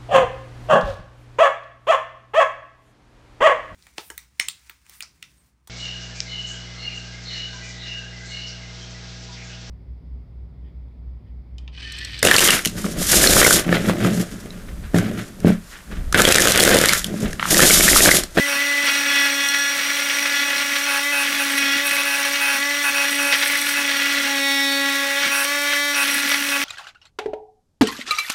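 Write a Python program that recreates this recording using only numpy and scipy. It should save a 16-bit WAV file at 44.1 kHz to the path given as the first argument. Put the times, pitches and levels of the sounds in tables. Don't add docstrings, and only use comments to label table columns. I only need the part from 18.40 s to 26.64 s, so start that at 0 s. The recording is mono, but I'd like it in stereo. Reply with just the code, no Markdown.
import sys
import numpy as np
from scipy import signal
from scipy.fft import rfft, irfft
from scipy.io import wavfile
from scipy.ndimage import uniform_filter1d, map_coordinates

SR = 44100
rng = np.random.default_rng(int(sys.argv[2]) if len(sys.argv) > 2 else 0)


def dump(signal):
    limited = np.clip(np.atleast_2d(signal).T, -1, 1)
    pcm = np.round(limited * 32767).astype(np.int16)
    wavfile.write(sys.argv[1], SR, pcm)


N = 363384
T = np.arange(N) / SR
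TOP_HZ = 15750

# t/s, length/s, level/dB
SNAG_EVENTS = [(0.488, .022, -16.5), (2.364, 0.01196, -18.5), (4.161, 0.024, -26), (4.938, .028, -13),
               (5.032, 0.0131, -16), (6.86, .03, -32)]


def undb(db):
    return 10 ** (np.asarray(db) / 20)


def unit(x):
    return x / np.sqrt(np.mean(x ** 2))


def curves(table):
    s, *columns = np.transpose(table)
    return [np.interp(T, s, c) for c in columns]


def walk(rate):
    k = max(int(SR / rate), 2)
    steps = np.repeat(rng.standard_normal(N // k + 1), k)
    smooth = uniform_filter1d(uniform_filter1d(steps, k), k)
    return 1.23 * smooth[:N]


def bump(s, length_s):
    return np.exp(-2 * ((T - s) / length_s) ** 2)


def gates(table, edge_s):
    rows = []
    for start, end, *_ in table:
        inside_s = np.minimum(T - start, end - T)
        rows.append(np.clip(inside_s / edge_s + .5, 0, 1))
    return np.array(rows)


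def spells(table, edge_s=0.01):
    on = gates(table, edge_s)
    return on.max(axis=0), undb([db for *_, db in table]) @ on


def colour(x, points, size=4096):
    hz, db = np.transpose(points)
    f = np.maximum(np.fft.rfftfreq(size, 1 / SR), 1)
    gain = undb(np.interp(np.log(f), np.log(hz), db))
    cepstrum = irfft(np.log(gain))
    cepstrum[1:size // 2] *= 2
    cepstrum[size // 2 + 1:] = 0
    response = irfft(np.exp(rfft(cepstrum)))
    return unit(signal.fftconvolve(x, response)[:N])


def resonate(x, modes):
    total = 0
    for hz, width, db in modes:
        b, a = signal.iirpeak(hz, hz / width, SR)
        total = total + undb(db) * unit(signal.lfilter(b, a, x))
    return unit(total)


def impacts(turns, scatter_db, jitter_ms):
    count = np.arange(1, int(turns[-1]))
    chance = rng.standard_normal((len(count), 2))
    at = np.interp(count, turns, np.arange(N)) + jitter_ms * chance[:, 0] * SR / 10 ** 3
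    taps = at.astype(int)[:, None] + np.arange(-7, 9)
    offset = taps - at[:, None]
    shape = np.sinc(offset) * np.sinc(offset / 8)
    blows = shape * undb(scatter_db * chance[:, 1:])
    return np.bincount(np.clip(taps, 0, N - 1).ravel(), blows.ravel(), N)


def scrape(turns, bite, scatter_db, grain_db):
    sizes = undb(scatter_db * rng.standard_normal(int(turns[-1]) + 2))
    fibres = rng.standard_normal(N) * undb(grain_db * rng.standard_normal(N))
    bursts = np.exp(-bite * np.cos(2 * np.pi * turns))
    return unit(fibres * sizes[turns.astype(int)] * bursts)


def retrace(x, turns):
    total = x
    for k in (1, 2, 3):
        earlier = np.interp(turns - k, turns, np.arange(N))
        total = total + .36 ** k * map_coordinates(x, [earlier], order=1)
    return total


def motor(clear, bounce):
    # t/s, f/Hz
    hand_rate = [(0.0, 281.8), (0.6, 284.1), (0.9, 281), (1.8, 283.9), (2.4, 282), (2.85, 283.9),
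                 (3.3, 278.4), (3.45, 284), (4.19, 282.6), (5.39, 286.4), (5.54, 279.6), (5.69, 282.8),
                 (5.99, 277.6), (6.74, 278.7), (6.89, 282.4), (8.24, 282.6)]
    lift_rise_hz, chatter_sag_hz, snag_sag_hz, lag_s = 5.5, 2.3, 9, 0.0314
    hz, = curves(hand_rate)
    caught = sum(bump(s, length) for s, length, _ in SNAG_EVENTS)
    pull = lift_rise_hz * np.sqrt(clear) - chatter_sag_hz * bounce - snag_sag_hz * caught
    keep = np.exp(-1 / (lag_s * SR))
    hz = hz + signal.lfilter([1 - keep], [1, -keep], pull)
    return np.cumsum(hz * (1 + 0.001621 * walk(45))) / SR


def body(turns):
    # t/s, level/dB
    shaking = [(0.0, -40), (0.04, -37.5), (1.01, -34.5), (1.05, -40), (2.68, -38), (3.28, -30.5),
               (3.46, -38), (4.61, -38), (4.84, -31), (4.91, -39), (6.13, -30), (6.47, -29.5), (6.75, -38),
               (8.24, -35)]
    hum_db, = curves(shaking)
    return np.sqrt(2) * undb(hum_db + .5 * walk(35)) * np.sin(2 * np.pi * turns)


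def drive(turns, clear, jam, bounce, knock_db, throb):
    # multiple of the swing rate,
    # jammed level/dB, cutting level/dB, lifted level/dB, chattering level/dB
    overtones = [(2, -36, -42, -34, -36), (3, -36, -41.5, -41, -38), (4, -37.5, -43.5, -33, -37.5),
                 (5, -36.5, -35, -34, -40), (6, -30, -32.5, -28, -28.5), (7, -25.5, -29.5, -30, -33.5),
                 (8, -31, -62, -31, -46), (9, -34, -33, -37, -29), (10, -38, -38, -55, -47),
                 (11, -38.5, -45, -33.5, -42), (12, -34, -34, -38, -49), (13, -28.5, -42, -32.5, -40.5),
                 (14, -30, -48, -40, -47), (15, -43, -41.5, -38, -48), (16, -32, -46, -39, -41.5),
                 (19, -34.5, -43, -36, -40), (20, -33.5, -40, -50, -41)]
    grip_order = 9.7
    out = 0
    for order, jammed_db, cutting_db, lifted_db, chattering_db in overtones:
        k = round(order)
        contact = np.clip((k - 2) / 4, 0, 1)
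        size = undb(cutting_db + contact * knock_db) * (1 + throb)
        states = (jam ** (k / grip_order), jammed_db), (clear, lifted_db), (bounce, chattering_db)
        for share, db in states:
            size = size + share * (undb(db) - size)
        phase = 2 * np.pi * k * turns + 1.06 * walk(1.944)
        out = out + size * undb(1.83 * walk(17)) * np.sin(phase)
    return np.sqrt(2) * out


def whine(turns, force):
    phase = 2 * np.pi * 7 * turns + .4 * walk(60)
    return np.sqrt(2) * force * undb(1.5 * walk(50)) * np.sin(phase)


def gears(turns, bare):
    # f/Hz, level/dB
    gear_colour = [(2000, -16), (6000, 6), (7400, 1.5), (8300, 2.5), (9900, 4), (10500, -5), (11300, -3.5),
                   (12000, 3), (12700, 0), (13800, -3), (15000, -2.5)]
    ticks = impacts(turns, scatter_db=1.5, jitter_ms=0.006)
    hiss = scrape(turns, bite=0.067, scatter_db=1.5, grain_db=5.0)
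    ticking = undb(-45 + 11 * bare) * colour(ticks, gear_colour)
    return ticking + undb(-31.5) * colour(hiss, gear_colour)


def teeth(turns, bite_db):
    # f/Hz, level/dB
    rasp_colour = [(40, -37), (300, -24.5), (600, -7.5), (760, -16), (1000, -8), (1450, 0), (2100, 5),
                   (2700, 0.5), (3500, -2), (4900, -7.5), (5900, -9), (7200, -19), (15500, -27.5)]
    forward = scrape(turns, bite=0.45, scatter_db=4.5, grain_db=2)
    both = scrape(2 * turns, bite=0.86, scatter_db=1.1, grain_db=5)
    force = undb(bite_db + 1.1 * walk(32))
    for s, length, db in SNAG_EVENTS:
        force = np.hypot(force, undb(db) * bump(s, length))
    return colour(retrace(forward + undb(0.5) * both, turns), rasp_colour) * force


def blade(turns):
    # t/s, level/dB
    rubbing = [(0.0, -37), (1.17, -30.5), (1.47, -34), (3.85, -40.5), (4.41, -34.5), (6.68, -41.5),
               (6.86, -35), (7.46, -39.5), (7.6, -34), (8.24, -42)]
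    # start/s, end/s, level/dB
    binds = [(.45, .56, -39), (.7, .86, -38), (2.78, 3.2, -40), (3.45, 3.58, -31.5), (4.68, 5.0, -34.5),
             (5.0, 5.34, -31.5), (6.93, 7.05, -31), (7.56, 7.8, -32), (7.8, 8.12, -41)]
    # f/Hz, width/Hz, level/dB
    ring_modes = [(5712, 40, 4.5), (4240, 140, -4), (8180, 32, -6), (9500, 210, -23)]
    # f/Hz, width/Hz, level/dB
    squeal_modes = [(11170, 110, -1.5), (8420, 80, -3), (12540, 130, -6.5), (15150, 200, -12)]
    rub_db, = curves(rubbing)
    _, binding = spells(binds, edge_s=0.034)
    friction = scrape(turns, bite=1.7, scatter_db=2.5, grain_db=7.5)
    ring = resonate(friction, ring_modes) * undb(rub_db + 3.0 + 0.9 * walk(28))
    squeal = resonate(friction, squeal_modes) * (binding + undb(-43)) * undb(2 * walk(28))
    return ring + squeal


def frame(turns, shudder_db):
    # t/s, level/dB
    jolts = [(.17, -44), (2.94, -42), (3.53, -39), (4.18, -41), (5.4, -39), (6.86, -45), (7.74, -47),
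             (7.85, -43)]
    # f/Hz, level/dB
    timber_colour = [(25, -22), (50, -32), (120, -3), (170, -4), (220, 5), (247, 11), (275, 13.5),
                     (520, -23), (900, -3), (3000, -72)]
    force = undb(shudder_db) + sum(undb(db) * bump(s, length_s=0.044) for s, db in jolts)
    strokes = scrape(turns, bite=0.78, scatter_db=5.5, grain_db=-1.5)
    return colour(strokes, timber_colour) * force


def garage(x):
    t60_s, level_db = .25, -11
    t = T[:SR // 2]
    tail = rng.standard_normal(len(t)) * undb(-60 * t / t60_s) * (t > .004)
    return undb(level_db) * signal.fftconvolve(x, tail / np.linalg.norm(tail))[:N]


def chatter(turns):
    # f/Hz, level/dB
    slap_colour = [(220, -24.5), (800, -7.5), (1150, 0), (1600, 10.5), (2100, -14.5), (2480, 9.5),
                   (2670, 12), (2850, -2), (3150, -9.5), (5000, -16), (7700, -18), (9600, -2), (10500, -10),
                   (15500, -16)]
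    strong = unit(impacts(turns / 2, scatter_db=.8, jitter_ms=.013))
    weak = unit(impacts(turns / 2 + .5, scatter_db=2, jitter_ms=.02))
    grit = scrape(turns + .5, bite=0.32, scatter_db=4, grain_db=4.5)
    slaps = strong + undb(-11) * weak + undb(-11) * grit
    t = T[:int(.022 * SR)]
    smear = signal.chirp(t, 0, t[-1], TOP_HZ + 2000)
    return colour(signal.fftconvolve(slaps, smear)[:N], slap_colour)


def judder():
    # start/s, end/s, depth (0-1)
    judders = [(1.452, 2.28, 0.36), (5.417, 5.921, 0.35)]
    rate_hz, edge_s = 36, .06
    depth = np.array(judders)[:, 2] @ gates(judders, edge_s)
    return depth * np.sin(2 * np.pi * rate_hz * T + 2.1 * walk(9.9))


def jamming():
    start_s, attack_s, hold_s, release_s = 5.86, .19, 0.16, 0.79
    corners = start_s + np.cumsum([0, attack_s, hold_s, release_s])
    return np.interp(T, corners, [0, 1, 1, 0])


def scene():
    # start/s, end/s, how far clear (0-1), whine level/dB, buzz gain/dB
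    lifts = [(-.02, 0.069, 0.53, -24, -3.5), (0.176, .42, 0.21, -25, 0), (2.334, 2.473, 0.26, -42, -1),
             (2.61, 2.72, 0.66, -28, -1.5), (3.405, 3.459, .3, -47, 1), (4.201, 4.431, .45, -30, 0),
             (6.76, 6.8, 0.28, -50, 2.5), (7.059, 7.302, .9, -53, -0.5), (7.299, 7.53, .99, -44, 0.5)]
    # start/s, end/s, rasp and shudder gain/dB, knock gain/dB
    touches = [(.44, 0.593, 3, 6), (0.668, 0.893, 2, 9.5), (.96, 1.32, -2.5, 7.5), (1.928, 2.042, 0, 10.5),
               (2.066, 2.246, 2, 3.5), (3.169, 3.396, 1, 9), (5.441, 5.898, 0.5, 4.5),
               (6.782, 6.923, 1.5, 3), (7.044, 7.163, 5.5, -9), (7.245, 7.37, 9.5, 0),
               (7.53, 7.999, 1.5, 3)]
    # start/s, end/s, level/dB
    bounces = [(0.072, 0.182, -25), (2.471, 2.597, -24.5), (2.721, 2.836, -23), (2.995, 3.03, -21),
               (3.449, 3.489, -25), (3.522, 3.563, -26.5), (3.581, 3.62, -22), (3.65, 3.767, -23.5),
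               (3.78, 3.824, -23), (3.848, 3.893, -24), (4.005, 4.178, -22.5), (4.44, 4.504, -20.5),
               (4.543, 4.655, -23.5), (4.792, 4.933, -24.5), (5.365, 5.42, -23.5), (6.914, 7.034, -22),
               (7.556, 7.64, -21), (8.116, 8.177, -24.5)]

    _, _, clearance, whine_db, buzz_db = np.transpose(lifts)
    lifted = gates(lifts, edge_s=0.029)
    clear = np.clip(clearance @ lifted, 0, 1)
    touch_db, touch_knock_db = np.transpose(touches)[2:] @ gates(touches, edge_s=0.07)
    bounce, force = spells(bounces)
    jam, throb = jamming(), judder()
    turns = motor(clear, bounce)

    bite_db = -23 + touch_db - 9.5 * clear - 8.5 * jam ** 2 - 2 * bounce
    shudder_db = -48.5 + touch_db - 29 * clear - 7 * jam - 12 * bounce
    knock_db = -4 - 0.36 * T + touch_knock_db

    slaps = force * chatter(turns + .018 * walk(70))
    cut = teeth(turns, bite_db) + slaps + blade(turns) + frame(turns, shudder_db)
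    buzz = drive(turns, clear, jam, bounce, knock_db, throb) * undb(buzz_db @ lifted)
    singing = whine(turns, undb(whine_db) @ lifted)
    tool = body(turns) + buzz + singing + gears(turns, np.maximum(clear, jam) ** 2)
    return np.tile(tool + cut + garage(cut), (2, 1))


def record(dry):
    overload = 0.57
    bass_cut = signal.butter(3, 52, "high", fs=SR, output="sos")
    top_cut = signal.ellip(12, .1, 85, TOP_HZ, fs=SR, output="sos")
    thinned = signal.sosfilt(bass_cut, dry)
    rounded = overload * np.tanh(thinned / overload)
    return signal.sosfilt(top_cut, rounded)


dry = scene()
out = record(dry)
dump(out)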